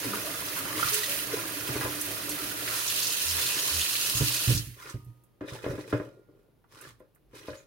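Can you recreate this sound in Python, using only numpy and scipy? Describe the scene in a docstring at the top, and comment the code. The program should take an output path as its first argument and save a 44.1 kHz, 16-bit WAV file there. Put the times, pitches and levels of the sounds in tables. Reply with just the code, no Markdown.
"""First a tap is heard running hard into a bowl of water in a steel sink, close by: fizz, tinkling and gurgling.
Lettuce is lifted from a plastic tub and dropped under the jet, which then spatters on the leaves.
The lever is pushed shut with a thud; the hand goes on gathering wet leaves and the tub knocks on the worktop.
Water is filtered grains and short rising notes; leaves are crackling grains under swells; blows are ringing
modes and noise bursts. Echoes and a faint room floor lie behind, heard at two microphone ports."""
import sys
import numpy as np
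from scipy import signal
from scipy.fft import rfft, irfft
from scipy.io import wavfile

SR = 44100
rng = np.random.default_rng(int(sys.argv[2]) if len(sys.argv) > 2 else 0)


def master_out(mix):
    """Clip the mix to full scale and print it as 16-bit PCM to the path in sys.argv[1]."""
    frames = np.transpose(np.atleast_2d(mix))
    ceiling = np.clip(frames, -1, 1)
    pcm = np.round(ceiling * 32767).astype(np.int16)
    wavfile.write(sys.argv[1], SR, pcm)


N = 337806
TIME = np.arange(N) / SR
COARSE_TIME = TIME[::32]   # slow controls are worked out on every 32nd sample

# All levels in dB are set at the source, before echoes and the microphone.
# where the jet lands: start_s, share_on_leaves (0-1)
JET_LANDING = [(0, 0.26), (.75, 0.17), (.95, 0.76), (1.3, 0.15), (2.62, 0.28), (2.72, 0.58), (2.92, 0.94),
               (4.0, 1)]
# the jet on open water: splash, bubbles, drumming on the basin, hollow note of the bowl (dB)
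SPLASH_DB, GURGLE_DB, DRUM_DB, HOLLOW_DB = -38.5, -47, -45, -44
# what changes when it lands wholly on leaves (dB)
LEAF_SPLASH_GAIN_DB, LEAF_DRUM_LOSS_DB, LEAF_HOLLOW_LOSS_DB = 8.5, 5.5, 20.5
FILL_DB_PER_S = 2.5   # the hollow note grows as the bowl fills
WANDER_DB, WANDER_HZ = 0.19, 4.3   # the jet sways over the leaves, and its level with it
# fat drops on the leaves, against the spatter; tinkle, against the fizz; lone bubbles in the pool
PATTER_DB, TINKLE_DB, BLIP_DB = -11.5, -16, -53
# the lever is shut, the jet dies, and water trickles off the leaves
SHUT_S, SHUT_DB_PER_S = 4.53, 156
TRICKLE_DB, TRICKLE_DB_PER_S = -45.5, 48
# leaves shift under the jet and the water sloshes: start_s, length_s, spray_db, bubbles_db
SLOSHES = [(0.144, 0.0076, -54, -43), (0.572, 0.0073, -36.5, -39.5), (0.803, 0.04, -36.5, -55),
           (0.861, 0.12, -33, -44.5), (1.098, 0.094, -34.5, -63), (2.71, 0.082, -39, -43.5),
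           (3.396, 0.012, -32, -48.5)]
SLOSH_RISE_DB_PER_S, SLOSH_FALL_DB_PER_S = 496.5, 204.5
# spectrum of the jet on the pool: frequency_hz, level_db (per Hz)
POOL_SPECTRUM = [(1060, -22), (1800, 1.5), (2300, -0.5), (2670, 2), (2900, -4), (4450, -3), (8130, -8),
                 (9420, 0), (13300, -2.5), (16000, -3.5)]
# spectrum of the jet on leaves: frequency_hz, level_db (per Hz)
SPATTER_SPECTRUM = [(1060, -36), (1800, -5), (2220, -9.5), (2600, 1), (3290, -5), (4140, -0.5), (6300, -4),
                    (7910, -5.5), (9770, -1.5), (13000, -4.5), (16000, -9)]
# spectrum of the drumming on the basin: frequency_hz, level_db (per Hz)
DRUM_SPECTRUM = [(30, -4.5), (55, -1.5), (85, -5), (120, -2), (160, 1), (200, 1), (235, -14), (300, -3.5),
                 (400, 2.5), (520, 1.5), (610, -1.5), (730, -4), (1000, -15.5), (1800, -33.5)]
# resonances of the basin that colour the water: frequency_hz, width_hz, level_db
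BASIN_RESONANCES = [(114, 10, 11), (385, 32, 3), (618, 25, 6), (950, 16, 4), (1236, 6.9, 3.5),
                    (2725, 66, 2.5), (2850, 45, 0.5), (3120, 70, 6.5), (3490, 45, 6.5), (4050, 41, 1.5),
                    (4420, 100, 2), (4670, 36, 1.5), (5858, 40, -1.5), (6620, 90, 3), (7090, 90, 3)]
# pockets between the leaves, which open and close under the jet: frequency_hz, width_hz
LEAF_POCKETS = [(1200, 580), (2750, 500), (3500, 600), (4400, 800), (5400, 900), (6700, 1200)]
POCKET_SWING_DB, POCKET_HZ = 2, 11
# splashes and snapping leaves: start_s, level_db, pitch_hz
SPITS = [(0.484, -36, 4560), (0.586, -34, 10900), (0.778, -35.5, 4180), (0.795, -34.5, 1140),
         (0.826, -37.5, 1400), (0.875, -36.5, 1370), (0.884, -30, 4510), (0.932, -28, 5200),
         (0.94, -34, 2300), (0.942, -24, 9050), (1.034, -35.5, 4440), (1.1172, -35, 2680),
         (1.188, -35, 2820), (2.0123, -27.5, 9800), (2.293, -30, 9600), (2.677, -30.5, 1800),
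         (2.724, -37.5, 1250), (2.751, -40, 1150), (2.878, -28, 6000), (3.023, -31.5, 4940),
         (3.0695, -27, 5240), (3.101, -30.5, 5160), (3.382, -33, 1600), (3.861, -30, 3080),
         (3.953, -28, 2820), (4.5754, -28.5, 4930), (4.785, -64, 1400), (4.868, -47, 1250),
         (4.889, -42, 1300), (4.897, -43.5, 6600), (5.046, -61, 11000), (5.2368, -62, 11200),
         (5.484, -41, 1950), (5.5, -51, 3800), (5.554, -47.5, 3000), (5.642, -47, 2900), (5.692, -48, 1500),
         (5.805, -51, 3500), (6.641, -58.5, 1002), (6.8117, -47, 9500), (6.858, -54, 1200),
         (6.996, -68, 11000), (7.1482, -63, 11440), (7.158, -65, 1400), (7.378, -53, 3900),
         (7.431, -55, 2610), (7.474, -52, 4200), (7.502, -50, 3870), (7.53, -52, 1817)]
# large bubbles and plops: start_s, level_db, pitch_hz
PLOPS = [(0.135, -27, 1230), (0.137, -31, 950), (0.343, -34, 1230), (0.582, -36.5, 1230),
         (0.829, -23.5, 1264), (0.829, -23.5, 1357), (0.873, -26, 1212), (1.033, -29, 1900),
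         (1.389, -35, 1390), (5.553, -35, 860), (7.531, -45, 1640)]
# air glugs in the filling bowl: start_s, length_s, pitch_hz, level_db
GLUGS = [(0.06, 0.015, 286.3, -32), (0.09, 0.069, 207, -41), (0.245, 0.043, 614, -41),
         (0.28, 0.05, 290, -39.5), (0.595, 0.061, 279, -42), (0.755, 0.036, 300, -36),
         (0.93, 0.077, 424.4, -37), (1.08, 0.075, 552, -43), (1.365, 0.055, 348, -39)]
TONE_RISE_DB_PER_S, TONE_FALL_DB_PER_S = 904, 399   # glugs and squeaks alike

# the hand gathers leaves in the tub: start_s, length_s, rustle_db, tub_rubbing_db
GRABS = [(0.028, 0.15, -48, -42.5), (1.326, 0.051, -42.5, -40), (1.673, 0.13, -44.5, -40),
         (3.353, 0.32, -45.5, -46.5), (5.486, 0.014, -48.5, -45), (5.553, 0.011, -51.5, -47),
         (5.635, 0.012, -52.5, -41), (5.677, 0.23, -55.5, -48.5), (5.916, 0.14, -65, -44),
         (6.285, 0.12, -85, -61), (7.345, 0.2, -56.5, -55)]
GRAB_RISE_DB_PER_S, RUSTLE_FALL_DB_PER_S, RUB_FALL_DB_PER_S = 596.5, 141, 103
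# a handful lands in the steel bowl: start_s, rustle_db, bowl_ring_db
LEAF_DROPS = [(0.829, -37.5, -43), (2.679, -66, -51), (4.909, -47.5, -56), (6.864, -51.5, -85)]
# it brushes the rim first, swells until it lands, then settles
BRUSH_S, BRUSH_SWELL_DB, SETTLE_DB_PER_S, DROP_BODY_DB = 0.14, 9, 272.5, -2.5
SNAP_DB = -4.5   # leaf ribs snap, against the fine crackle
# spectrum of crackling leaves: frequency_hz, level_db (per Hz)
RUSTLE_SPECTRUM = [(470, -29), (750, -10), (900, 2), (1080, -1), (1250, -6), (1950, -4), (2800, -8),
                   (4000, -6.5), (6500, -11.5), (8500, -14.5), (9500, -11), (12000, -15), (16000, -21)]
# resonances of the tub that colour sound inside it: frequency_hz, width_hz, level_db
TUB_RESONANCES = [(867, 33, 4.5), (995, 52, 6), (1615, 31, 5), (2125, 70, 3.5), (2500, 70, 9),
                  (3770, 120, 2.5)]
# resonances of the steel bowl that colour leaves landing in it: frequency_hz, width_hz, level_db
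BOWL_RESONANCES = [(1100, 200, 6), (1620, 100, -5.5), (2380, 220, 2), (5740, 150, -0.5), (10320, 400, -3)]
# ringing of the steel bowl: frequency_hz, level_db, t60_s
BOWL_MODES = [(946, -7.5, 1.2), (936, -12, 1.3), (1238, -9, 1.3)]
# wet leaves squeak on the tub: start_s, length_s, pitch_hz, level_db
SQUEAKS = [(5.481, 0.016, 3730, -48), (7.576, 0.0075, 6670, -55)]

# tub on the worktop: start_s, level_db, hardness_db, upper_modes_db
KNOCKS = [(0.06, -35.5, -26, -25), (0.65, -30, 1, -13), (1.685, -23.5, -10, -30), (1.752, -25, -35, -31),
          (1.81, -35, 12, -6), (1.849, -22, -5.5, -17), (4.204, -22, -10, -24), (4.498, -25, -30, -17),
          (4.939, -36, -22, -27), (5.407, -28, -10, -12), (5.436, -34, -13, -10), (5.474, -41, -10, -9),
          (5.639, -31, -0.5, -5), (5.66, -20, -18, -4.5), (5.705, -27.5, -10.5, -20), (5.733, -31, -15, -2),
          (5.778, -25, -13.5, -29), (5.925, -16, -8, -6), (5.938, -38, -6, -3), (5.996, -26, -11, -4.5),
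          (6.281, -46, -30, -31), (7.0, -46.5, -7.5, -1.5), (7.33, -41, -14, -26), (7.48, -33.5, -3.5, 4),
          (7.529, -42, -7, -4)]
KNOCK_RING_DB, KNOCK_BODY_DB, KNOCK_CRACK_DB, KNOCK_TICK_DB = -6, -5.5, -12, -8.5
RING_LAG_S = 0.0043   # the rim clicks first; the base meets the worktop this much later
# ringing of tub and worktop, with faint long steel tones at 1410, 1884 and 2342 Hz:
# frequency_hz, level_db, t60_s
KNOCK_MODES = [(114, -19, 0.4), (300, -0.5, 0.2), (375.2, -8.5, 0.26), (415, -9.5, 0.2), (458, -8.5, 0.22),
               (512, -6, 0.2), (554, -11.5, 0.38), (609, -11.5, 0.3), (606, -17.5, 0.15),
               (1020, -18.5, 0.16), (1095, -23.5, 0.2), (1410, -40.5, 1.3), (1630, -24, .13),
               (1884, -36.5, 1), (2120, -27, .14), (2342, -43.5, 1.9)]
# spectrum of the tub's hollow body: frequency_hz, level_db (per Hz)
TUB_BODY_SPECTRUM = [(60, -29), (120, 1), (170, -12.5), (225, -22), (280, -2), (340, -1), (430, -0.5),
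                     (590, -8), (720, -21.5), (1100, -26), (2500, -55.5)]
# spectrum of the crack of a knock: frequency_hz, level_db (per Hz)
TUB_CRACK_SPECTRUM = [(500, -28.5), (800, 1.5), (1050, 4), (1280, -1), (1700, 1), (2400, -10), (4000, -19),
                      (8000, -34.5), (16000, -50)]
# hand and arm on the tap and the sink: start_s, level_db
THUDS = [(0.847, -35), (1.754, -33.5), (1.842, -30.5), (4.149, -27.5), (4.203, -20), (4.475, -16),
         (4.507, -20.5), (4.545, -22), (4.669, -34.5), (4.941, -28.5), (5.065, -40), (5.519, -36),
         (5.694, -28), (6.868, -49), (7.494, -41)]
THUD_RING_DB, THUD_BUMP_DB = -7.5, -5
# ringing of the sink: frequency_hz, level_db, t60_s
SINK_MODES = [(57, -13, 0.42), (87, -7.5, 0.36), (117, -4, 0.32), (121, 5, 0.47), (138, -1, 0.17),
              (160, -12, 0.16), (178, -10, 0.24), (297, -4.5, 0.5)]
# groans of the tub dragging: start_s, length_s, pitch_hz, level_db
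DRAGS = [(1.335, 0.015, 415, -19.5), (3.234, 0.19, 83.6, -37.5), (3.701, 0.14, 79.5, -34.5)]

# spectrum of the room floor: frequency_hz, level_db (per Hz)
ROOM_SPECTRUM = [(18, -35), (45, 6.5), (70, -11.5), (125, 0), (200, -9.5), (400, -9), (700, -18),
                 (1800, -28.5), (2450, -29.5), (4000, -32.5), (8700, -42.5), (9400, -34), (16000, -34)]
ROOM_DB = -65.5
# colour of the echoes and of the difference between the two microphone ports: frequency_hz, level_db
WIDTH_SPECTRUM = [(60, -9), (120, -10), (350, -6.5), (700, -4.5), (1300, 2.5), (2400, 2), (16000, 3.5)]
# left port against right port: frequency_hz, level_db
LEFT_OVER_RIGHT = [(60, -3.5), (200, -3.5), (400, -1), (1300, -2.4), (2400, -3.5), (4400, -1.6), (8000, -3),
                   (16000, -7)]
TUB_LEFT_SHARE = 0.15   # the tub stands to the left of the sink
WATER_ECHO_SHARE = 0.36
RING_ECHO_SHARE = 0.35   # ringing tub and steel are close by and come mostly direct
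CUTOFF_HZ = 15900


def water():
    """The jet fizzes and tinkles in the pool or spatters on leaves, drags bubbles under and drums on the basin."""
    on_leaves = np.clip(np.interp(TIME, *np.transpose(JET_LANDING)), 0, 1)
    on_pool = np.sqrt(1 - on_leaves)
    since_shut = np.maximum(TIME - SHUT_S, 0)
    flow = from_db(-SHUT_DB_PER_S * since_shut)
    trickle = (1 - flow) * from_db(TRICKLE_DB - TRICKLE_DB_PER_S * since_shut)
    s, length, spray_db, bubble_db = np.transpose(SLOSHES)
    spray = swells(s, length, spray_db, SLOSH_RISE_DB_PER_S, SLOSH_FALL_DB_PER_S)
    churn = swells(s, length, bubble_db, SLOSH_RISE_DB_PER_S, SLOSH_FALL_DB_PER_S)

    jet = flow * from_db(SPLASH_DB + LEAF_SPLASH_GAIN_DB * on_leaves + WANDER_DB * drift(WANDER_HZ))
    splash = np.hypot(jet * on_pool, spray + trickle) * pool_fizz()
    tinkle = from_db(TINKLE_DB) * drops(per_s=120, cycles=81, low_hz=1766, high_hz=6260, rise=0.055,
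                                        spread_db=6, tilt_db=19)
    splash += jet * (np.sqrt(on_leaves) * leaf_spatter() + tinkle)

    bubbles = drops(per_s=650, cycles=33, low_hz=892, high_hz=1653, rise=0.049, spread_db=1.5, tilt_db=6)
    gurgle = np.hypot(flow * from_db(GURGLE_DB), churn) * bubbles
    blips = drops(per_s=28, cycles=64, low_hz=938, high_hz=2770, rise=0.062, spread_db=10)
    gurgle += flow * on_pool * from_db(BLIP_DB) * blips

    drumming = grains(per_s=2500, spread_db=-0.5, clump_db=1.44, clump_rate=15)
    drum = from_db(DRUM_DB - LEAF_DRUM_LOSS_DB * on_leaves) * rms_one(colour(drumming, DRUM_SPECTRUM))
    hollow_db = HOLLOW_DB + FILL_DB_PER_S * TIME - LEAF_HOLLOW_LOSS_DB * on_leaves
    air = resonate(rng.standard_normal(N), hz=296.2, width=14)
    hollow = from_db(hollow_db) * rms_one(resonate(air, hz=300, width=240))
    return peaked(splash + gurgle + flow * (drum + hollow), BASIN_RESONANCES)


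def pool_fizz():
    """Dense tiny impacts on open water, in uneven surges."""
    impacts = grains(per_s=7000, spread_db=1.5, clump_db=1.32, clump_rate=36)
    return rms_one(colour(impacts, POOL_SPECTRUM)) * surges(per_s=13, size=.35, t60=0.026)


def leaf_spatter():
    """Denser impacts on leaves with fat drops among them, coloured by the pockets between the leaves."""
    impacts = grains(per_s=12000, spread_db=1.5, clump_db=1.47, clump_rate=44)
    spatter = rms_one(colour(impacts, SPATTER_SPECTRUM)) * surges(per_s=24, size=.4, t60=0.029)
    patter = drops(per_s=190, cycles=76, low_hz=3326, high_hz=6760, rise=0.1, spread_db=9.5)
    return fluttering(spatter + from_db(PATTER_DB) * patter)


def fluttering(x):
    """Each pocket between the leaves swells and fades by itself, so the colour keeps shifting; rms 1."""
    shifting = x
    for hz, width in LEAF_POCKETS:
        gain = from_db(POCKET_SWING_DB * drift(POCKET_HZ))
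        shifting = shifting + (gain - 1) * resonate(x, hz, width)
    return rms_one(shifting)


def spits(t60, breadth, size=8192):
    """Splashes and leaf snaps: short dying noise bursts, each in a broad band round its pitch."""
    out, t = np.zeros(N + size), np.arange(size) / SR
    for s, db, hz in SPITS:
        edges = [hz / (1 + breadth), min(hz * (1 + breadth), .45 * SR)]
        band = signal.butter(2, edges, "band", fs=SR, output="sos")
        noise = rms_one(signal.sosfilt(band, rng.standard_normal(size)))
        out[int(s * SR):][:size] += from_db(db - 60 * t / t60) * noise
    return out[:N]


def plops(t60, rise, size=8192):
    """Large bubbles ring and rise in pitch."""
    out, t = np.zeros(N + size), np.arange(size) / SR
    for s, db, hz in PLOPS:
        out[int(s * SR):][:size] += from_db(db - 60 * t / t60) * np.sin(2 * np.pi * hz * t * (1 + rise * t))
    return out[:N]


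def rough_tones(rows, waver, waver_hz, glide_per_s):
    """Glugs or squeaks: short notes whose pitch slides and wavers."""
    out, wobble = np.zeros(N), waver * drift(waver_hz)
    for s, length, hz, db in rows:
        near = abs(TIME - s) < length + .2   # each note is worked out only near its own time
        pitch = hz * (1 + wobble[near] + glide_per_s * (TIME[near] - s - length / 2))
        gain = swells([s], [length], [db], TONE_RISE_DB_PER_S, TONE_FALL_DB_PER_S)[near]
        out[near] += gain * np.sin(2 * np.pi * np.cumsum(pitch) / SR)
    return out


def leaves():
    """Wet leaves crackle and snap as the hand rubs round the tub and as they land in the bowl."""
    s, length, rustle_db, rub_db = np.transpose(GRABS)
    gathering = swells(s, length, rustle_db, GRAB_RISE_DB_PER_S, RUSTLE_FALL_DB_PER_S)
    rubbing = swells(s, length, rub_db, GRAB_RISE_DB_PER_S, RUB_FALL_DB_PER_S)
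    s, drop_db, _ = np.transpose(LEAF_DROPS)
    landing = swells(s - BRUSH_S, np.full(len(s), BRUSH_S), drop_db, GRAB_RISE_DB_PER_S, SETTLE_DB_PER_S,
                     BRUSH_SWELL_DB)

    fine = rms_one(colour(grains(per_s=850, spread_db=1.5, clump_db=3.5, clump_rate=32), RUSTLE_SPECTRUM))
    snaps = drops(per_s=130, cycles=44, low_hz=1020, high_hz=6000, rise=0, spread_db=10)
    crackle = rms_one(fine * surges(per_s=87, size=.5, t60=0.024) + from_db(SNAP_DB) * snaps)
    rub_grains = grains(per_s=830, spread_db=3, clump_db=2.5, clump_rate=24)
    rub = (rubbing + from_db(DROP_BODY_DB) * landing) * rms_one(colour(rub_grains, TUB_BODY_SPECTRUM))
    return peaked(gathering * crackle, TUB_RESONANCES) + peaked(landing * crackle, BOWL_RESONANCES) + rub


def bowl_ring():
    """The steel bowl sings on faintly after leaves land on its rim."""
    s, _, db = np.transpose(LEAF_DROPS)
    return sum(ring(strikes(s, db + level), hz, t60) for hz, level, t60 in BOWL_MODES)


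def knock_ring():
    """Each knock rings tub, worktop and faint long steel tones; where it lands sets the upper modes' share."""
    s, db, _, upper_db = np.transpose(KNOCKS)
    out = np.zeros(N)
    for hz, level, t60 in KNOCK_MODES:
        force_db = db + level + KNOCK_RING_DB + rng.normal(0, 1.8, len(s))
        if hz > 430:
            force_db = force_db + upper_db + 7.5
        out += ring(strikes(s + RING_LAG_S, force_db), hz, t60)
    return out


def clatter():
    """Dense, quickly dying modes: the first tick, the crack and the hollow body of a knock."""
    s, db, hard_db, _ = np.transpose(KNOCKS)
    body = dying(strikes(s + RING_LAG_S, db + KNOCK_BODY_DB), t60=0.1)
    crack = dying(strikes(s, db + hard_db + KNOCK_CRACK_DB), t60=0.17)
    tick = dying(strikes(s, db + hard_db + KNOCK_TICK_DB), t60=0.007)
    hollow = bursts(TUB_BODY_SPECTRUM, soften(body, contact_s=0.00056))
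    sharp = bursts(TUB_CRACK_SPECTRUM, soften(crack + tick, contact_s=0.0006))
    return hollow + peaked(sharp, TUB_RESONANCES)


def sink_thuds():
    """Soft blows of hand and arm set the modes of the steel sink booming."""
    s, db = np.transpose(THUDS)
    out = np.zeros(N)
    for hz, level, t60 in SINK_MODES:
        force_db = db + level + THUD_RING_DB + rng.normal(0, 1, len(s))
        out += ring(soften(strikes(s, force_db), contact_s=0.0008), hz, t60)
    return out


def bumps():
    """The dull, quickly dying part of each thud."""
    s, db = np.transpose(THUDS)
    dull = [(35, -27.5), (80, -7.5), (125, 6.5), (190, -16), (300, -11), (900, -54)]   # frequency_hz, level_db
    return bursts(dull, soften(dying(strikes(s, db + THUD_BUMP_DB), t60=0.2), contact_s=0.0023))


def drag_groans():
    """A dragged tub groans briefly: a swelling sine of wavering pitch."""
    out = np.zeros(N)
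    for start, length, hz, level in DRAGS:
        swell = np.sin(np.pi * np.clip((TIME - start) / length, 0, 1))
        phase = 2 * np.pi * np.cumsum(hz * (1 + 0.064 * drift(21))) / SR
        out += from_db(level) * swell * np.sin(phase)
    return out


def scattered():
    """All that sounds from many points of the sink and tub at once: (in the sink, in the tub)."""
    return water() + spits(t60=0.074, breadth=0.34), leaves() + clatter()


def reflections(basin_t60, kitchen_t60, kitchen_db, size=22050):
    """Quick echoes between the steel walls, then the kitchen's tail; unit energy."""
    t = np.arange(size) / SR
    envelope = from_db(-60 * t / basin_t60) + from_db(kitchen_db - 60 * t / kitchen_t60)
    echoes = rng.standard_normal(size) * envelope
    return echoes / np.sqrt(np.sum(echoes ** 2))


def room_floor(shared):
    """Steady room noise, partly shared between the two ports; rms 1."""
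    return rms_one(colour(shared + 1.1 * rng.standard_normal(N), ROOM_SPECTRUM))


def from_db(db):
    """Gain of a level in dB."""
    return 10 ** (np.asarray(db) / 20)


def rms_one(x):
    """Scale to rms 1."""
    return x / np.sqrt(np.mean(x ** 2) + 1e-20)


def through(x, response):
    """Convolve with a response, keeping the length."""
    return signal.oaconvolve(x, response)[:len(x)]


def colour(x, points, size=4096):
    """Causal, minimum-phase filter with the gains of a spectrum."""
    hz, db = np.transpose(points)
    grid = np.maximum(np.arange(size // 2 + 1) * SR / size, 1)
    cepstrum = irfft(np.log(from_db(np.interp(np.log(grid), np.log(hz), db))))
    cepstrum[1:size // 2] *= 2   # folding the cepstrum gives minimum phase
    cepstrum[size // 2 + 1:] = 0
    return through(x, irfft(np.exp(rfft(cepstrum))))


def resonate(x, hz, width):
    """Band-pass with gain 1 on top."""
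    r = np.exp(-np.pi * width / SR)
    feedback = [1, -2 * r * np.cos(2 * np.pi * hz / SR), r * r]
    return signal.lfilter(np.array([1, 0, -1]) * (1 - r * r) / 2, feedback, x + 1e-18)


def peaked(x, resonances):
    """Sound inside a vessel: its resonances are raised, or cut where their level is negative."""
    return x + sum((from_db(db) - 1) * resonate(x, hz, width) for hz, width, db in resonances)


def drift(rate):
    """Slow random wander with spread 1, free of motion below 2 Hz."""
    size = len(COARSE_TIME)
    hz = np.arange(size // 2 + 1) * SR / N
    wander = rfft(rng.standard_normal(size)) / (1 + (hz / rate) ** 2) * (hz > 2)
    return np.interp(TIME, COARSE_TIME, rms_one(irfft(wander, size)))


def swells(starts, lengths, levels_db, rise_db_per_s, fall_db_per_s, growth_db=0):
    """Gain of gestures that rise, hold (growing to their level) and die away."""
    power, t = 0, COARSE_TIME
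    for start, length, db in zip(starts, lengths, levels_db):
        early, late = np.maximum(start - t, 0), np.maximum(t - start - length, 0)
        to_come = np.clip((start + length - t) / length, 0, 1)
        gain_db = db - rise_db_per_s * early - fall_db_per_s * late - growth_db * to_come
        power = power + from_db(gain_db) ** 2
    return np.interp(TIME, COARSE_TIME, np.sqrt(power + 1e-20))


def surges(per_s, size, t60):
    """Gain with sudden, uneven surges that die away; rms 1."""
    onsets = (rng.random(N) < per_s / SR) * size * np.minimum(rng.exponential(1, N), 3)
    return rms_one(1 + dying(onsets, t60))


def grains(per_s, spread_db, clump_db, clump_rate):
    """Tiny impacts of uneven size whose level wanders, so that they seem to clump."""
    born = rng.random(N) < per_s / SR
    db = spread_db * np.minimum(rng.exponential(1, N), 4) + clump_db * drift(clump_rate)
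    out = np.zeros(N)
    out[born] = from_db(db[born]) * np.sign(rng.random(N)[born] - .5)
    return out


def drops(per_s, cycles, low_hz, high_hz, rise, spread_db, tilt_db=0):
    """Separate dying notes, each with its own size and a pitch that climbs by the rise; rms 1."""
    out = np.zeros(N + SR)
    for when, pitch, size in rng.random((int(per_s * N / SR), 3)):
        hz = low_hz * (high_hz / low_hz) ** pitch
        age = np.linspace(0, 1, int(cycles / hz * SR))
        gain = from_db(spread_db * size ** 2 + tilt_db * pitch - 60 * age)
        out[int(when * N):][:len(age)] += gain * np.sin(2 * np.pi * cycles * age * (1 + rise * age))
    return rms_one(out[:N])


def strikes(times, db):
    """One click for each blow."""
    out = np.zeros(N)
    np.add.at(out, (np.asarray(times) * SR).astype(int), from_db(db))
    return out


def soften(x, contact_s):
    """A soft contact spreads a blow over a moment."""
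    r = np.exp(-1 / (contact_s * SR))
    return signal.lfilter([(1 - r) ** 2], [1, -2 * r, r * r], x + 1e-18)


def ring(clicks, hz, t60):
    """A unit click sets a sine of height 1 ringing and dying."""
    r = from_db(-60 / (t60 * SR))
    w = 2 * np.pi * min(hz, SR / 2 - 1) / SR
    return signal.lfilter([0, np.sin(w)], [1, -2 * r * np.cos(w), r * r], clicks + 1e-18)


def dying(clicks, t60):
    """Envelope that jumps at each click and dies away."""
    return signal.lfilter([1], [1, -from_db(-60 / (t60 * SR))], clicks + 1e-18)


def bursts(spectrum, envelope):
    """Noise under an envelope, then through a body that keeps its loudness."""
    white = rng.standard_normal(N)
    return colour(white * envelope, spectrum) / np.std(colour(white, spectrum))


def scene():
    """Bass comes much alike to both ports, treble is diffuse; the right port is favoured, the tub leans left."""
    in_sink, in_tub = scattered()
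    sink_side, tub_side = scattered()   # a second, independent draw makes the width
    squeaking = rough_tones(SQUEAKS, waver=0.057, waver_hz=500, glide_per_s=-0.41)
    knocking = soften(knock_ring(), contact_s=0.0001) + squeaking
    glugging = rough_tones(GLUGS, waver=0.064, waver_hz=70, glide_per_s=0.65)
    ringing = knocking + bowl_ring() + sink_thuds() + drag_groans()
    mid = in_tub + bumps() + plops(t60=0.046, rise=2.1) + glugging

    near_walls = reflections(basin_t60=0.013, kitchen_t60=0.21, kitchen_db=-28.5)
    off_walls = through(colour(mid + ringing + WATER_ECHO_SHARE * in_sink, WIDTH_SPECTRUM), near_walls)
    side = colour(0.5 * tub_side + 0.32 * off_walls, WIDTH_SPECTRUM) + TUB_LEFT_SHARE * (in_tub + knocking)
    spread = 0.71 * colour(sink_side, WIDTH_SPECTRUM)
    hush, ports = rng.standard_normal(N), []
    for sign in (1, -1):   # left, right
        struck, wet = mid + sign * side, in_sink + sign * spread
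        to_room = colour(struck + RING_ECHO_SHARE * ringing + WATER_ECHO_SHARE * wet, WIDTH_SPECTRUM)
        echo = through(to_room, reflections(basin_t60=0.069, kitchen_t60=0.34, kitchen_db=-13))
        balance = np.array(LEFT_OVER_RIGHT) * [1, sign / 2]   # half the difference to each port
        heard = colour(0.78 * (struck + ringing + wet) + 0.61 * echo, balance)
        ports.append(heard + from_db(ROOM_DB) * room_floor(hush))
    return np.array(ports)


def record(dry):
    """The microphone loses the deepest bass; the top is cut steeply."""
    thin = signal.sosfilt(signal.butter(4, 42, "high", fs=SR, output="sos"), dry)
    return signal.sosfilt(signal.ellip(12, .1, 80, CUTOFF_HZ, fs=SR, output="sos"), thin)


dry = scene()
out = record(dry)
master_out(out)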